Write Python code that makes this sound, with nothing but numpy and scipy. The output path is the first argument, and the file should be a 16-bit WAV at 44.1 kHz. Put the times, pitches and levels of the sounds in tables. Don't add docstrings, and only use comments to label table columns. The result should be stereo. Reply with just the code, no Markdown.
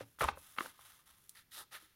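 import sys
import numpy as np
from scipy import signal
from scipy.fft import rfft, irfft
from scipy.io import wavfile

SR = 44100
rng = np.random.default_rng(int(sys.argv[2]) if len(sys.argv) > 2 else 0)


def transcribe(u):
    v = np.clip(np.atleast_2d(u).T, -1, 1)
    q = np.round(v * 32767).astype(np.int16)
    wavfile.write(sys.argv[1], SR, q)


N = 85995
TIME = np.arange(N) / SR
FREQS = np.fft.rfftfreq(N, 1 / SR)

# frequency in Hz, relative strength in dB per Hz.
FLOOR_SPECTRUM = [(20, -11.5), (60, -4), (150, -8.5), (400, -17.5), (750, -23), (1300, -20), (3300, -20.5),
                  (7000, -22.5), (10700, -24.5), (15500, -19)]
FLOOR_DB = -70.5

# start in seconds, length in seconds, attack in seconds,
# release in seconds, level in dB before the catching, treble tilt in dB.
SLIDES = [(0, 0.042, 0.0026, 0.063, -50, -6.5), (0.025, 0.2, 0.042, 0.11, -70.5, 1.5),
          (0.1864, 0.034, 0.0084, 0.01, -47.5, -1), (0.209, 0.032, 0.0063, 0.014, -40.5, -3.5),
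          (0.244, 0.052, .01, 0.0095, -50, -7.5), (0.351, 0.074, 0.031, 0.031, -60.5, 4),
          (0.376, 0.25, 0.081, 0.13, -58, -0.5), (0.571, 0.17, 0.045, 0.13, -48, -2.5),
          (0.724, 0.061, 0.017, 0.0077, -65.5, -3.5), (0.774, 0.3, 0.03, 0.19, -59, -2.5),
          (1.053, .17, 0.014, 0.11, -63, -2.5), (1.165, 0.21, 0.017, .03, -69, 1),
          (1.788, 0.088, 0.035, 0.072, -56, -2)]
# frequency in Hz, relative strength in dB per Hz.
SLIDE_SPECTRUM = [(100, -39.5), (700, -13.5), (1200, -1), (2500, -10), (3400, -1.5), (4600, -7.5),
                  (7500, -2.5), (9500, -4.5), (10800, 0), (12200, -6.5), (15500, -7)]
SLIP_SPREAD_DB = 4
CATCH_HZ, CATCH_DB = 60, 1.7

# start in seconds, length in seconds, attack in seconds,
# release in seconds, level in dB.
FLUTTERS = [(.008, 0.042, 0.0013, 0.038, -52), (0.211, 0.059, .008, 0.017, -41),
            (0.263, 0.06, 0.012, 0.019, -48), (0.598, 0.096, 0.056, 0.049, -54.5)]
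# frequency in Hz, relative strength in dB per Hz.
FLUTTER_SPECTRUM = [(40, -34), (120, -7), (350, -3.5), (540, 1.5), (820, -5.5), (1270, -7), (1650, -8),
                    (3600, -14.5), (5200, -13.5), (10000, -21.5), (16000, -52)]
FLUTTER_SPREAD_DB = 2.5

# time in seconds, level of the bend in dB, starting pitch in Hz,
# ring in seconds, snap in dB relative to the bend (before the shared snap and scuff levels).
TAPS = [(.0082, -38, 800, 0.0007, -3.5), (0.1886, -39, 1390, 0.00027, -17),
        (0.2094, -31, 1800, 0.00061, -0.5), (0.2129, -23.5, 1400, .0009, -0.5),
        (0.2197, -26.5, 654, 0.0049, -5.5), (0.2271, -23.5, 1300, .002, -5.5),
        (0.2338, -26, 1300, 0.0027, -6.5), (0.2375, -26.5, 1370, .0022, -3.5),
        (0.2423, -26, 1200, 0.00067, -4), (.247, -26, 1165, 0.0029, -6.5),
        (0.281, -32.5, 1150, 0.0027, -10), (0.2874, -20, 1051, 0.0013, -5.5),
        (0.2907, -25, 1360, 0.00048, -4), (.2934, -27, 990, 0.00093, -16),
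        (0.3738, -42.5, 1200, 0.001, -10), (0.5654, -47.5, 1350, .0015, -2), (0.5766, -46, 1450, 0.0052, 1),
        (.5869, -22.5, 1420, .0011, -3), (.6079, -22.5, 1320, .0012, -7), (0.6605, -37.5, 1530, 0.0022, -4),
        (0.7926, -50.5, 1260, 0.0029, -5.5)]
# frequency in Hz, relative strength in dB per Hz.
SNAP_SPECTRUM = [(100, -17), (500, 2), (1300, 10), (2200, 2.5), (3200, 1), (4200, -5.5), (5400, -17),
                 (10000, -26), (16000, -25.5)]
TAP_RISE_S, SAG_S = .0005, .012
SNAP_DB, SCUFF_DB = -4, -1.5
SCUFF_RISE_S, SCUFF_FALL_S = 0.0016, .0013

# time in seconds, level in dB,
# pitch in Hz, ring in seconds.
THUMPS = [(.009, -36, 508, 0.0026), (.018, -55.5, 282, 0.029), (.02, -54, 113.7, 0.038),
          (0.221, -40, 141, 0.0094), (0.252, -39.5, 66.9, 0.03), (0.303, -52, 78.2, 0.049),
          (.374, -47, 533, 0.0057), (.587, -47, 265, 0.0055), (0.6104, -39, 345, 0.0051),
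          (.65, -60, 269, 0.023), (1.825, -65, 311, 0.017)]
THUMP_RISE_CYCLES, THUMP_NOISE_DB = 0.63, -7

# time in seconds, level in dB.
TICKS = [(0.2407, -33), (1.0604, -60.5), (1.2938, -35), (1.589, -39)]
# frequency in Hz, relative strength in dB per Hz.
TICK_SPECTRUM = [(200, -46), (1900, -22.5), (3400, -4.5), (5200, -5.5), (8000, 7.5), (10000, -7),
                 (10750, 10.5), (11700, -4.5), (15500, -4.5)]
TICK_S, TICK_TAIL_S, TICK_TAIL_DB = .0012, .01, -18

# start in seconds, length in seconds, attack in seconds,
# release in seconds, level in dB before the clumping, treble tilt in dB.
PEELS = [(1.349, 0.092, 0.0023, 0.054, -57.5, 2), (1.507, 0.14, 0.032, 0.047, -49, 5.5),
         (1.538, 0.11, 0.06, 0.045, -52, -10.5), (1.708, 0.088, 0.025, 0.037, -48, -1.5),
         (1.783, 0.24, 0.011, 0.24, -66.5, 1.5)]
# frequency in Hz, relative strength in dB per Hz.
PEEL_SPECTRUM = [(100, -24.5), (520, -15.5), (1150, -6), (1325, 4.5), (1500, -1.5), (1790, 2.5),
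                 (2400, -6.5), (3800, -1), (5500, -9.5), (8000, -8.5), (10700, -8), (12500, -12),
                 (15500, -15)]
PEEL_HISS = .8
CLUMP_HZ, CLUMP_DB = 400, 1.6

# frequency in Hz, time in seconds to fade by 60 dB.
ROOM_FADE = [(100, 1), (500, 0.28), (1400, 0.26), (4000, 0.37), (12000, 0.17)]
ROOM_DB, DESK_ECHO_DB, DESK_ECHO_S = -16, -15, .009

# frequency in Hz, phase in radians by which the left ear leads.
LEFT_LEAD = [(60, 0), (250, .2), (1000, .3), (1900, .45), (3500, 1.6), (6000, 1.8), (7900, 2.9), (9800, .5),
             (13500, .3), (15500, 2)]
# frequency in Hz, left-right likeness from 0 to 1.
LIKENESS = [(100, 0.95), (1000, 0.68), (2500, 0.98), (5000, 0.46), (10000, 0.86), (16000, 1)]
BALANCE_DB = 1.14
TOP_HZ = 16000


def amp(db):
    return 10 ** (np.asarray(db) / 20)


def unit(x):
    return x / np.sqrt(np.mean(x ** 2) + 1e-20)


def read(points, hz):
    f, value = np.transpose(points)
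    return np.interp(np.log(hz + 1), np.log(f + 1), value)


def colour(x, points, tilt_db=0, pivot_hz=5000):
    hz = abs(np.fft.fftfreq(4096, 1 / SR))
    tilt = tilt_db * np.tanh(2 * np.log((hz + 1) / pivot_hz))
    log_gain = np.log(amp(read(points, hz) + tilt))
    response = np.exp(np.conj(signal.hilbert(log_gain)))
    kernel = np.fft.ifft(response).real[:len(hz) // 2]
    kernel = kernel / np.linalg.norm(kernel)
    return signal.oaconvolve(x, kernel[None], axes=1)[:, :N]


def pair(x):
    a, b = rfft(x)
    same = np.clip(read(LIKENESS, FREQS), 0, 1)
    mid = a * np.sqrt((1 + same) / 2)
    side = b * np.sqrt((1 - same) / 2)
    return irfft(np.array([mid + side, mid - side]), N)


def stereo_noise():
    return pair(rng.standard_normal((2, N)))


def grains(per_s, spread_db, hiss):
    size_db = spread_db * np.minimum(rng.exponential(1, (2, N)), 4)
    size = amp(size_db) * rng.choice([-1, 1], (2, N))
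    slips = unit(size * (rng.random((2, N)) < per_s / SR))
    return pair(unit(slips + hiss * rng.standard_normal((2, N))))


def clumps(hz, spread_db):
    lowpass = signal.butter(2, hz, fs=SR, output="sos")
    swell = unit(signal.sosfilt(lowpass, rng.standard_normal(N)))
    return amp(spread_db * swell)


def stroke(start, length, attack, release):
    rise = np.clip((TIME - start) / attack, 0, 1)
    fall = np.clip((start + length - TIME) / release, 0, 1) ** 1.03
    return rise * fall


def blow(at, rise, ring):
    return np.exp(np.minimum((TIME - at) / abs(rise), (at - TIME) / abs(ring)))


def floor():
    return amp(FLOOR_DB) * colour(stereo_noise(), FLOOR_SPECTRUM)


def slides():
    slips = grains(per_s=4800, spread_db=SLIP_SPREAD_DB, hiss=0.4) * clumps(CATCH_HZ, CATCH_DB)
    out = np.zeros((2, N))
    for *shape, db, tilt in SLIDES:
        out += colour(amp(db) * stroke(*shape) * slips, SLIDE_SPECTRUM, tilt)
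    return out


def flutter():
    force = sum(amp(db) * stroke(*shape) for *shape, db in FLUTTERS)
    hits = grains(per_s=860, spread_db=FLUTTER_SPREAD_DB, hiss=.3)
    return colour(force * hits, FLUTTER_SPECTRUM)


def taps():
    bend, snap, scuff = np.zeros((3, N))
    for at, db, hz, ring, snap_db in TAPS:
        age = TIME - at
        sagging_age = np.where(age > 0, SAG_S * np.log1p(abs(age / SAG_S)), age)
        bend += amp(db) * blow(at, TAP_RISE_S, ring) * np.cos(2 * np.pi * hz * sagging_age)
        snap += amp(db + snap_db) * np.sinc(age * SR)
        scuff += amp(db + snap_db) * blow(at, SCUFF_RISE_S, SCUFF_FALL_S)
    crack = amp(SNAP_DB) * snap + amp(SCUFF_DB) * scuff * stereo_noise()
    return bend + colour(crack, SNAP_SPECTRUM)


def rumble(hz):
    band = signal.butter(2, [hz / np.sqrt(3), hz * np.sqrt(3)], "band", fs=SR, output="sos")
    return unit(signal.sosfilt(band, stereo_noise()))


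def thumps():
    out = np.zeros((2, N))
    for at, db, hz, ring in THUMPS:
        swing = np.sin(2 * np.pi * hz * (TIME - at))
        shape = blow(at, THUMP_RISE_CYCLES / hz, ring)
        out += amp(db) * shape * (swing + amp(THUMP_NOISE_DB) * rumble(hz))
    return out


def ticks():
    force = np.zeros(N)
    for at, db in TICKS:
        click = blow(at, .0001, TICK_S)
        shiver = amp(TICK_TAIL_DB) * blow(at, .0001, TICK_TAIL_S)
        force += amp(db) * (click + shiver)
    return colour(force * stereo_noise(), TICK_SPECTRUM)


def peels():
    snaps = grains(per_s=3100, spread_db=1.5, hiss=PEEL_HISS) * clumps(CLUMP_HZ, CLUMP_DB)
    out = np.zeros((2, N))
    for *shape, db, tilt in PEELS:
        out += colour(amp(db) * stroke(*shape) * snaps, PEEL_SPECTRUM, tilt, pivot_hz=2160)
    return out


def room(x):
    hz, t, z = signal.stft(stereo_noise(), SR, nperseg=256)
    fade = amp(-60 * t / read(ROOM_FADE, hz)[:, None])
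    tail = signal.istft(z * fade, SR, nperseg=256)[1][:, :N]
    tail = tail * np.minimum(TIME / 0.0044, 1)
    early = stereo_noise() * blow(0.00053, .0004, DESK_ECHO_S)
    echoes = (amp(ROOM_DB) * unit(tail) + amp(DESK_ECHO_DB) * unit(early)) / np.sqrt(N)
    return x + signal.fftconvolve(x, echoes, axes=1)[:, :N]


def scene():
    handling = slides() + flutter() + taps() + ticks() + peels()
    return room(handling) + thumps() + floor()


def record(dry):
    half = np.exp(.5j * read(LEFT_LEAD, FREQS)) * amp(BALANCE_DB / 2)
    ports = irfft(rfft(dry) * np.array([half, 1 / half]), N)
    lowpass = signal.firwin(401, TOP_HZ, window=("kaiser", 8), fs=SR)
    return signal.oaconvolve(ports, lowpass[None], "same", axes=1)


dry = scene()
out = record(dry)
transcribe(out)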